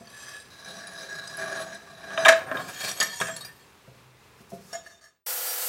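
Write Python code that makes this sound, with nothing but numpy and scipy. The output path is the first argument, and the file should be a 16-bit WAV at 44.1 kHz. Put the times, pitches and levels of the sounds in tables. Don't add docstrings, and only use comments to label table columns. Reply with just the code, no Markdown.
import sys
import numpy as np
from scipy import signal
from scipy.fft import rfft, irfft, next_fast_len
from scipy.io import wavfile
from scipy.ndimage import uniform_filter1d

SR = 44100
rng = np.random.default_rng(int(sys.argv[2]) if len(sys.argv) > 2 else 0)


def unload_wav(signal):
    wavfile.write(
        sys.argv[1],
        SR,
        np.round(np.clip(np.atleast_2d(signal).T, -1, 1) * 32767).astype(np.int16),
    )


N = 250488
CUT_S, FADE_S = 5.262, 0.2
TOP_HZ = 15850
GRIP_DB, GRIP_RATE = 1.7, 70
SWELL_DB = 20
CHATTER_DB, CHATTER_RISE_S, CHATTER_FALL_S = -30, 0.0075, 0.12
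BOOM_HZ, BOOM_T60_S, BOOM_ATTACK_S = 126.9, 1, 0.011

# f/Hz, t60/s
WALL_DECAY = [(150, 1), (700, 0.32), (3000, 0.31), (12000, 0.18)]
# f/Hz, level/dB
AIR_SPECTRUM = [(15, -47), (25, -23), (75, -0.5), (331, -7), (389, -1.5), (684, -10), (1020, -5.5),
                (1800, -11), (2700, -10.5), (2920, -14.5), (4040, -15), (4620, -17.5), (15500, -27.5)]
# f/Hz, level/dB
BELT_SPECTRUM = [(250, -36), (420, -14), (496, -17.5), (552, -22), (782, -3), (966, -8), (1390, -9),
                 (2630, -9), (3010, -7.5), (3900, -8.5), (8700, -4.5), (10700, -10), (11800, -2.5),
                 (15700, -5.5)]
# f/Hz, level/dB
MOTOR_TONES = [(360, -61.5), (479, -52.5), (511, -49.5), (600, -57.5), (711, -53.5), (822, -52.5),
               (1314, -52), (1437, -52), (1563, -59), (1717, -52), (1965, -52.5)]
# f/Hz, level/dB
WHINE_TONES = [(4339, -55), (4775, -52), (5642, -53), (7596, -55), (8032, -51), (8904, -49), (9771, -56),
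               (10417, -56), (10853, -54), (11289, -48), (11585, -51), (11719, -46), (12155, -47),
               (12769, -54), (13921, -55), (14185, -55), (14540, -55), (14896, -55), (15251, -51),
               (15579, -53)]
# f/Hz, level/dB
GRIT_SPECTRUM = [(59, -48), (100, -9), (293, -13), (477, -9), (682, 0), (879, -13), (1690, -6), (2130, -21),
                 (2630, -15), (5170, -15.5), (6660, -20), (15500, -27)]
# f/Hz, level/dB
CRACK_SPECTRUM = [(240, -42.5), (400, -12), (1380, -10), (1660, 1.5), (2090, -7), (3680, -23.5),
                  (6480, -18), (6990, -19.5), (15500, -42)]
# f/Hz, level/dB
SCRATCH_SPECTRUM = [(71, -42.5), (120, -12.5), (395, -11), (484, -15), (668, -3.5), (1380, -24), (1660, 0),
                    (2030, -21.5), (3950, -17), (15000, -39)]

# f/Hz, width/Hz, level/dB
FRAME_MODES = [(515, 87, 10), (804, 236, 3), (1407, 132, 4), (1680, 48, -18), (1980, 34, -11)]
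# f/Hz, width/Hz, level/dB
BENCH_MODES = [(163, 65, -5.5), (221, 49, -1), (395, 22, -5), (527.6, 34, -2), (690, 20, 0)]
# f/Hz, width/Hz, level/dB
LOOSE_BLANK_MODES = [(673, 38, 1.5), (1226, 46, -1), (1725, 150, -3), (2135, 40, -13), (2880, 82, -13),
                     (3260, 21, -12), (3640, 8, -2.5), (3900, 38, -12.5), (4560, 190, -10.5),
                     (4740, 41, -22), (5500, 96, -9.5), (6010, 47, -12), (6300, 48, -14), (6800, 54, -4),
                     (7400, 34, -18), (7640, 54, -10), (8600, 70, -12), (10130, 55, -17), (10800, 27, -17),
                     (11400, 82, -29), (12050, 37, -20), (12700, 38, -25), (13400, 40, -36),
                     (14100, 58, -31)]
# f/Hz, width/Hz, level/dB
HELD_BLANK_MODES = [(1136, 16, -6), (1703, 28.5, 4), (2560, 97, -16), (3210, 130, -13.5),
                    (3890, 160, -15.5), (4890, 180, -10.5), (5500, 48, -16), (5970, 100, -9),
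                    (7580, 65, -14), (8140, 77, -12.5), (8650, 42, -21), (8800, 43, -11),
                    (10300, 70, -15.5), (11260, 54, -15)]
# f/Hz, width/Hz, level/dB
GAUGE_MODES = [(727, 4.7, -6.5), (983, 47, -11), (1170, 28, -9), (1779, 59, 1), (2347, 40, -7.5),
               (2720, 50, -13.5), (2843, 20, -7), (3255, 33, -2.5), (3560, 47, -17), (3770, 18, -3.5),
               (4390, 47, -6), (4820, 61, -6.5), (5200, 89, -16), (5690, 78, -5.5), (6780, 42, 0),
               (7900, 49, -12), (7755, 40, 0), (8840, 58, -4), (9040, 17, -6.5), (9840, 72, -11.5),
               (9850, 44, -4.5), (11160, 47, -16.5), (11530, 25, -9.5), (12500, 120, -23),
               (12670, 42, -30.5), (13000, 35, -17), (13600, 67, -13), (14140, 59, -38), (14600, 48, -32.5),
               (14800, 56, -39.5)]
# f/Hz, width/Hz, level/dB
PLATE_MODES = [(269, 15, -20.5), (656, 16.2, 4), (1075, 29, -4.5), (1246, 36, 0), (1634, 58.5, 1),
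               (1851, 110, -8.5), (2370, 150, -10), (3244, 310, -16.5), (3750, 99, -12.5), (3610, 37, -9),
               (4340, 28, -34)]
# f/Hz, width/Hz, level/dB
SCRIBE_MODES = [(400, 5.9, -20.5), (674.6, 14, 0.5), (1136, 76, -8.5), (1654.4, 41.5, 6), (2386, 63, -17),
                (3939, 140, -5), (4750, 44, -18.5), (4980, 58, -9), (5730, 110, -13.5), (6100, 120, -14.5),
                (6700, 62, -18), (6930, 89, -20), (7650, 32, -26.5), (7820, 97, -20.5), (8360, 60, -22),
                (8940, 140, -20), (10160, 110, -20), (10770, 110, -20)]

# peak t/s, level/dB, rise/s, fall/s
BRUSH_SWELLS = [(4.415, -58, 0.044, 0.044), (4.505, -49, 0.014, 0.036), (4.535, -54.5, 0.015, 0.05),
                (4.65, -54.5, 0.21, 0.25)]
# t/s, level/dB, boom offset/dB, hardness/(dB per octave)
BENCH_BUMPS = [(0.004, -36.5, -17.5, 1.5), (2.837, -37.5, -15, -6), (3.207, -23.5, -21.5, 0.5),
               (3.874, -41.5, -2.5, -1), (4.399, -40.5, -18, -6.5), (4.517, -30, -34, 0.5),
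               (4.529, -33, -23, -4.5)]
# peak t/s, level/dB, rise/s, fall/s
NUDGE_SWELLS = [(0.21, -46.5, 0.35, 0.15), (0.345, -42, 0.28, 0.14)]
# peak t/s, level/dB, rise/s, fall/s
ROCK_SWELLS = [(4.745, -46.5, 0.1, 0.076), (4.87, -50, 0.12, 0.16), (5.045, -51.5, 0.1, 0.11)]
# t/s, level/dB, judder/s
BLANK_TAPS = [(0.072, -34.5, 0.0023), (4.729, -21.5, 0.012), (4.75, -23.5, 0.016), (4.862, -30.5, 0.006)]
# peak t/s, level/dB, rise/s, fall/s
CARRY_SWELLS = [(3.19, -33.5, 0.81, 0.32)]
# t/s, level/dB, judder/s
GAUGE_CLINKS = [(2.877, -25.5, 0.0045), (2.914, -21, 0.0019), (3.001, -10, 0.0044), (3.007, -15.5, 0.021),
                (3.027, -12, 0.0053), (3.201, -19, 0.0035), (3.2706, -28.5, 0.0028),
                (3.3647, -24.5, 0.0017), (3.4074, -30, 0.01), (3.4477, -29, 0.013)]
# t/s, rumble/dB, grit/dB
GAUGE_SLIDE = [(2.36, -37.5, -38.5), (2.474, -41.5, -66), (2.524, -34.5, -52.5), (2.59, -30, -46.5),
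               (2.639, -41.5, -46.5), (2.78, -46, -37), (2.85, -34.5, -27), (2.948, -51.5, -40.5),
               (3.002, -40, -38)]
# t/s, level/dB, crack offset/dB, judder/s, hardness/(dB per octave)
PLATE_KNOCKS = [(2.105, -26, -25, 0.004, -4), (2.175, -11.5, -24.5, 0.0045, -3),
                (2.2499, -1, -22, 0.0094, 4), (2.258, -1, -17.5, 0.019, -4),
                (2.283, -1.5, -6.5, 0.0046, 2.5), (2.288, 1.5, -14.5, 0.0049, -1),
                (2.296, -4.5, -33.5, 0.0043, -3), (2.323, -12, -10.5, 0.0065, 0.5),
                (2.495, -31.5, -23.5, 0.0083, -7), (2.513, -13.5, -30.5, 0.007, -5.5),
                (2.568, -19.5, -20.5, 0.0083, 2.5), (3.012, -10.5, -16.5, 0.0049, 4.5),
                (3.213, -12.5, -11, 0.0063, 1.5), (3.281, -23.5, -17, 0.016, -1.5)]
# t/s, level/dB, judder/s
POINT_CATCHES = [(0.4, -32, 0.003), (0.647, -30, 0.0052), (0.87, -26, 0.003), (1.274, -24.5, 0.0038),
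                 (1.369, -23.5, 0.0033), (1.529, -34.5, 0.004), (1.746, -32.5, 0.0024)]
# t/s, pressure/dB, bite/dB
SCRIBE_STROKE = [(0.5, -61, -58), (0.67, -41.5, -46), (0.9, -42, -46.5), (1.28, -45, -48), (1.42, -34, -42),
                 (1.57, -32.5, -41.5), (1.85, -48.5, -56.5), (2.03, -43, -55), (2.252, -26.5, -40.5)]


def amp(db):
    return np.exp(np.asarray(db) * (np.log(10) / 20))


def unit(x):
    return x / np.sqrt(np.mean(x ** 2) + 1e-20)


def peaked(x):
    return x / np.sqrt(uniform_filter1d(x * x, size=256).max() + 1e-20)


def add(track, s, sound):
    start = max(round(s * SR), 0)
    track[start:start + len(sound)] += sound[:N - start]


def along(points, hz):
    freqs, values = np.transpose(points)
    return np.interp(np.log(hz + 1), np.log(freqs + 1), values)


def wobble(rate, size=N):
    knots = rng.standard_normal(int(size * rate / SR) + 2)
    return np.interp(np.arange(size) * rate / SR, np.arange(len(knots)), knots)


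def gains(rows):
    times, *columns = np.transpose(rows)
    t = np.arange(round(times[0] * SR), round(times[-1] * SR)) / SR
    ends = np.clip(np.minimum(t - t[0], t[-1] - t) / .005, 0, 1)
    return [amp(np.interp(t, times, db)) * ends for db in columns]


def swells(moves):
    t = np.arange(N) / SR
    power = np.zeros(N)
    for s, db, rise, fall in moves:
        away = np.maximum((s - t) / abs(rise), (t - s) / abs(fall))
        power += amp(db - SWELL_DB * np.minimum(away, 10)) ** 2
    return np.sqrt(power)


def played(gain, sound):
    return gain * np.resize(sound, len(gain))


def filtered(x, response):
    size = next_fast_len(len(x) + 4096, real=True)
    return irfft(rfft(x, size) * response(np.fft.rfftfreq(size, 1 / SR)), size)[:len(x)]


def coloured(x, spectrum):
    return unit(filtered(x, lambda hz: amp(along(spectrum, hz))))


def halves(x, split_hz):
    low = filtered(x, lambda hz: 1 / (1 + (hz / split_hz) ** 8))
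    return unit(low), unit(x - low)


def rung(x, modes, damping, wander_db):
    out = np.zeros(len(x))
    for k, (hz, width, db) in enumerate(modes):
        mode = signal.lfilter(*signal.iirpeak(hz, hz / (width * damping), SR), x)
        out += (-1) ** k * amp(db + wander_db * wobble(14.37, size=len(x))) * mode
    return unit(out)


def tilted(modes, hardness_db):
    return [(hz, width, db + hardness_db * np.log2(hz / modes[0][0])) for hz, width, db in modes]


def paired(modes, split, twin_db):
    return modes + [(hz * (1 - split), width, db + twin_db) for hz, width, db in modes]


def friction(size, rate, spread_db, catch_db, catch_rate):
    slips = (rng.random(size) < rate / SR) * rng.choice([-1, 1], size)
    sizes_db = spread_db * np.clip(rng.standard_normal(size), -2, 2)
    return unit(slips * amp(sizes_db + catch_db * wobble(catch_rate, size=size)))


def blow(judder_s):
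    t = np.arange(SR // 4) / SR
    return rng.standard_normal(len(t)) * np.exp(-t / max(abs(judder_s), .001))


def steel_hits(contacts, modes, damping, click_db, detune):
    out = np.zeros(N)
    for s, db, judder in contacts:
        hit = blow(judder)
        resting = [(hz * (1 + detune * rng.standard_normal()), width, level) for hz, width, level in modes]
        ring = peaked(rung(hit, resting, damping, wander_db=8.5))
        click = peaked(coloured(hit, GRIT_SPECTRUM))
        add(out, s, amp(db) * (ring + amp(click_db) * click))
    return out


def tones(lines, t, flutter_db, drift_rad):
    out = np.zeros(len(t))
    for hz, db in lines:
        level = amp(db + flutter_db * wobble(25, size=len(t)))
        phase = 2 * np.pi * hz * t + drift_rad * wobble(30, size=len(t))
        out += level * np.sqrt(2) * np.sin(phase)
    return out


def room_tone():
    fade = np.clip((CUT_S - np.arange(N) / SR) / 0.69, 0, 1) ** 1.2
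    return amp(-56 + 1.3 * wobble(12)) * fade * coloured(rng.standard_normal(N), AIR_SPECTRUM)


def workshop(x, wet_db):
    hz, t, noise = signal.stft(rng.standard_normal(SR // 2), SR, nperseg=256)
    decay = amp(-60 * t / along(WALL_DECAY, hz)[:, None])
    tail = signal.istft(noise * decay, SR, nperseg=256)[1]
    tail = np.pad(tail / np.linalg.norm(tail), (SR // 200, 0))
    return x + amp(wet_db) * signal.fftconvolve(x, tail)[:N]


def grinder():
    t = np.arange(N - round(CUT_S * SR)) / SR
    grains = friction(size=len(t), rate=20000, spread_db=3, catch_db=1, catch_rate=44)
    belt = amp(-31) * coloured(grains, BELT_SPECTRUM)
    frame = amp(-51.5) * rung(grains, FRAME_MODES, damping=0.56, wander_db=0.5)
    hiss = filtered(belt + frame, lambda hz: 1 / (1 + (420 / (hz + 1)) ** 10))
    rumble = amp(-72.5) * coloured(rng.standard_normal(len(t)), AIR_SPECTRUM)
    whine = amp(1) * tones(WHINE_TONES, t, flutter_db=5, drift_rad=0.83)
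    hum = amp(-1.5) * tones(MOTOR_TONES, t, flutter_db=1, drift_rad=0.51)
    attack = 1 - np.exp(-t / 0.0026)
    return np.pad((hiss + rumble + whine + hum) * attack, (N - len(t), 0))


def hand_brush():
    slips = friction(size=SR // 2, rate=9000, spread_db=1, catch_db=2.5, catch_rate=60)
    _, hiss = halves(coloured(slips, GRIT_SPECTRUM), split_hz=4500)
    return amp(-2) * played(swells(BRUSH_SWELLS), hiss)


def bench_bumps():
    out, t = np.zeros(N), np.arange(SR) / SR
    envelope = amp(-60 * t / BOOM_T60_S) * (1 - np.exp(-t / BOOM_ATTACK_S))
    boom = envelope * np.sin(2 * np.pi * BOOM_HZ * t)
    for s, db, boom_db, hardness in BENCH_BUMPS:
        thud = peaked(rung(blow(0.011), tilted(BENCH_MODES, hardness), damping=1, wander_db=2))
        add(out, s, amp(db - 8) * thud)
        add(out, s, amp(db + boom_db) * boom)
    return out


def blank_glide():
    slips = friction(size=SR, rate=3000, spread_db=3, catch_db=2, catch_rate=90)
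    ring = rung(slips, HELD_BLANK_MODES, damping=1, wander_db=2.5)
    grit = amp(-10.5) * coloured(slips, GRIT_SPECTRUM)
    return amp(1) * played(swells(NUDGE_SWELLS), ring + grit)


def blank_rocking():
    slips = friction(size=SR, rate=550, spread_db=4, catch_db=3, catch_rate=26)
    modes = paired(tilted(LOOSE_BLANK_MODES, hardness_db=1.7), split=0.025, twin_db=-6.5)
    return played(swells(ROCK_SWELLS), rung(slips, modes, damping=0.28, wander_db=2.5))


def blank_taps():
    return amp(-13) * steel_hits(BLANK_TAPS, LOOSE_BLANK_MODES, damping=0.39, click_db=-8, detune=0.0057)


def gauge_chatter():
    slips = friction(size=SR, rate=1500, spread_db=0.5, catch_db=1, catch_rate=76)
    flares = [(s, db + CHATTER_DB, CHATTER_RISE_S, CHATTER_FALL_S) for s, db, _ in GAUGE_CLINKS]
    modes = paired(tilted(GAUGE_MODES, hardness_db=0.5), split=0.03, twin_db=-5)
    ring = rung(slips, modes, damping=0.8, wander_db=8)
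    return amp(-2) * played(swells(CARRY_SWELLS + flares), ring)


def gauge_clinks():
    modes = tilted(GAUGE_MODES, hardness_db=0.5)
    return amp(-9) * steel_hits(GAUGE_CLINKS, modes, damping=0.82, click_db=-8, detune=0.0089)


def gauge_slide():
    rumble, grit = gains(GAUGE_SLIDE)
    slips = friction(size=SR, rate=6000, spread_db=3, catch_db=4.5, catch_rate=62)
    stone = rung(slips, PLATE_MODES, damping=0.96, wander_db=0.5)
    steel = rung(slips, GAUGE_MODES, damping=0.55, wander_db=4)
    low, high = halves(coloured(slips, GRIT_SPECTRUM) + amp(-4.5) * stone, split_hz=2000)
    free = np.linspace(0, 1, len(grit)) ** 2
    grate = played(grit * np.sqrt(1 - free), high)
    ring = played(grit * np.sqrt(free), steel)
    return amp(-1.5) * played(rumble, low) + amp(-2.5) * (grate + ring)


def plate_knocks():
    out = np.zeros(N)
    for s, db, crack_db, judder, hardness in PLATE_KNOCKS:
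        ring = peaked(rung(blow(judder), tilted(PLATE_MODES, hardness), damping=1, wander_db=1.5))
        crack = amp(crack_db + 11.5) * peaked(coloured(blow(0.0089), CRACK_SPECTRUM))
        arm = rung(blow(judder), SCRIBE_MODES, damping=0.4, wander_db=2)
        _, arm_treble = halves(arm, split_hz=1500)
        add(out, s, amp(db - 11) * (ring + crack + amp(crack_db - 3.5) * peaked(arm_treble)))
    return out


def point_catches():
    modes = tilted(SCRIBE_MODES[4:], hardness_db=4)
    return amp(-14.5) * steel_hits(POINT_CATCHES, modes, damping=0.6, click_db=-9, detune=0.004)


def scribing():
    pressure, bite = gains(SCRIBE_STROKE)
    grip = amp(GRIP_DB * wobble(GRIP_RATE, size=len(bite)))
    slips = friction(size=2 * SR, rate=7000, spread_db=4, catch_db=1.7, catch_rate=110)
    steel = rung(slips, SCRIBE_MODES, damping=0.88, wander_db=3.3)
    low, high = halves(steel + amp(-7.5) * coloured(slips, SCRATCH_SPECTRUM), split_hz=2880)
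    scrape = amp(-2) * played(pressure, low) + amp(-0.5) * played(bite, high)
    coupling = np.minimum(pressure / amp(-33), 1)
    stone = played(pressure * coupling, rung(slips, PLATE_MODES[1:2], damping=1.4, wander_db=0.4))
    shake = played(np.minimum(pressure, amp(-39)), rung(slips, BENCH_MODES, damping=0.6, wander_db=3.5))
    return grip * (scrape + amp(-8) * stone + amp(-13.5) * shake)


def scene():
    hits = gauge_clinks() + blank_taps() + point_catches()
    rubs = blank_glide() + gauge_chatter() + hand_brush() + blank_rocking()
    add(rubs, SCRIBE_STROKE[0][0], scribing())
    add(rubs, GAUGE_SLIDE[0][0], gauge_slide())
    bench = workshop(rubs + plate_knocks() + bench_bumps() + hits, wet_db=-8.5)
    bench = signal.sosfilt(signal.butter(2, 85, "highpass", fs=SR, output="sos"), bench)
    fade = np.clip((CUT_S - np.arange(N) / SR) / FADE_S, 0, 1)
    return (bench * fade + room_tone() + grinder())[None]


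def record(dry):
    rounded = dry[0] / (1 + np.abs(dry[0] / .95) ** 6) ** (1 / 6)
    return filtered(rounded, lambda hz: hz < TOP_HZ)[None]


dry = scene()
out = record(dry)
unload_wav(out)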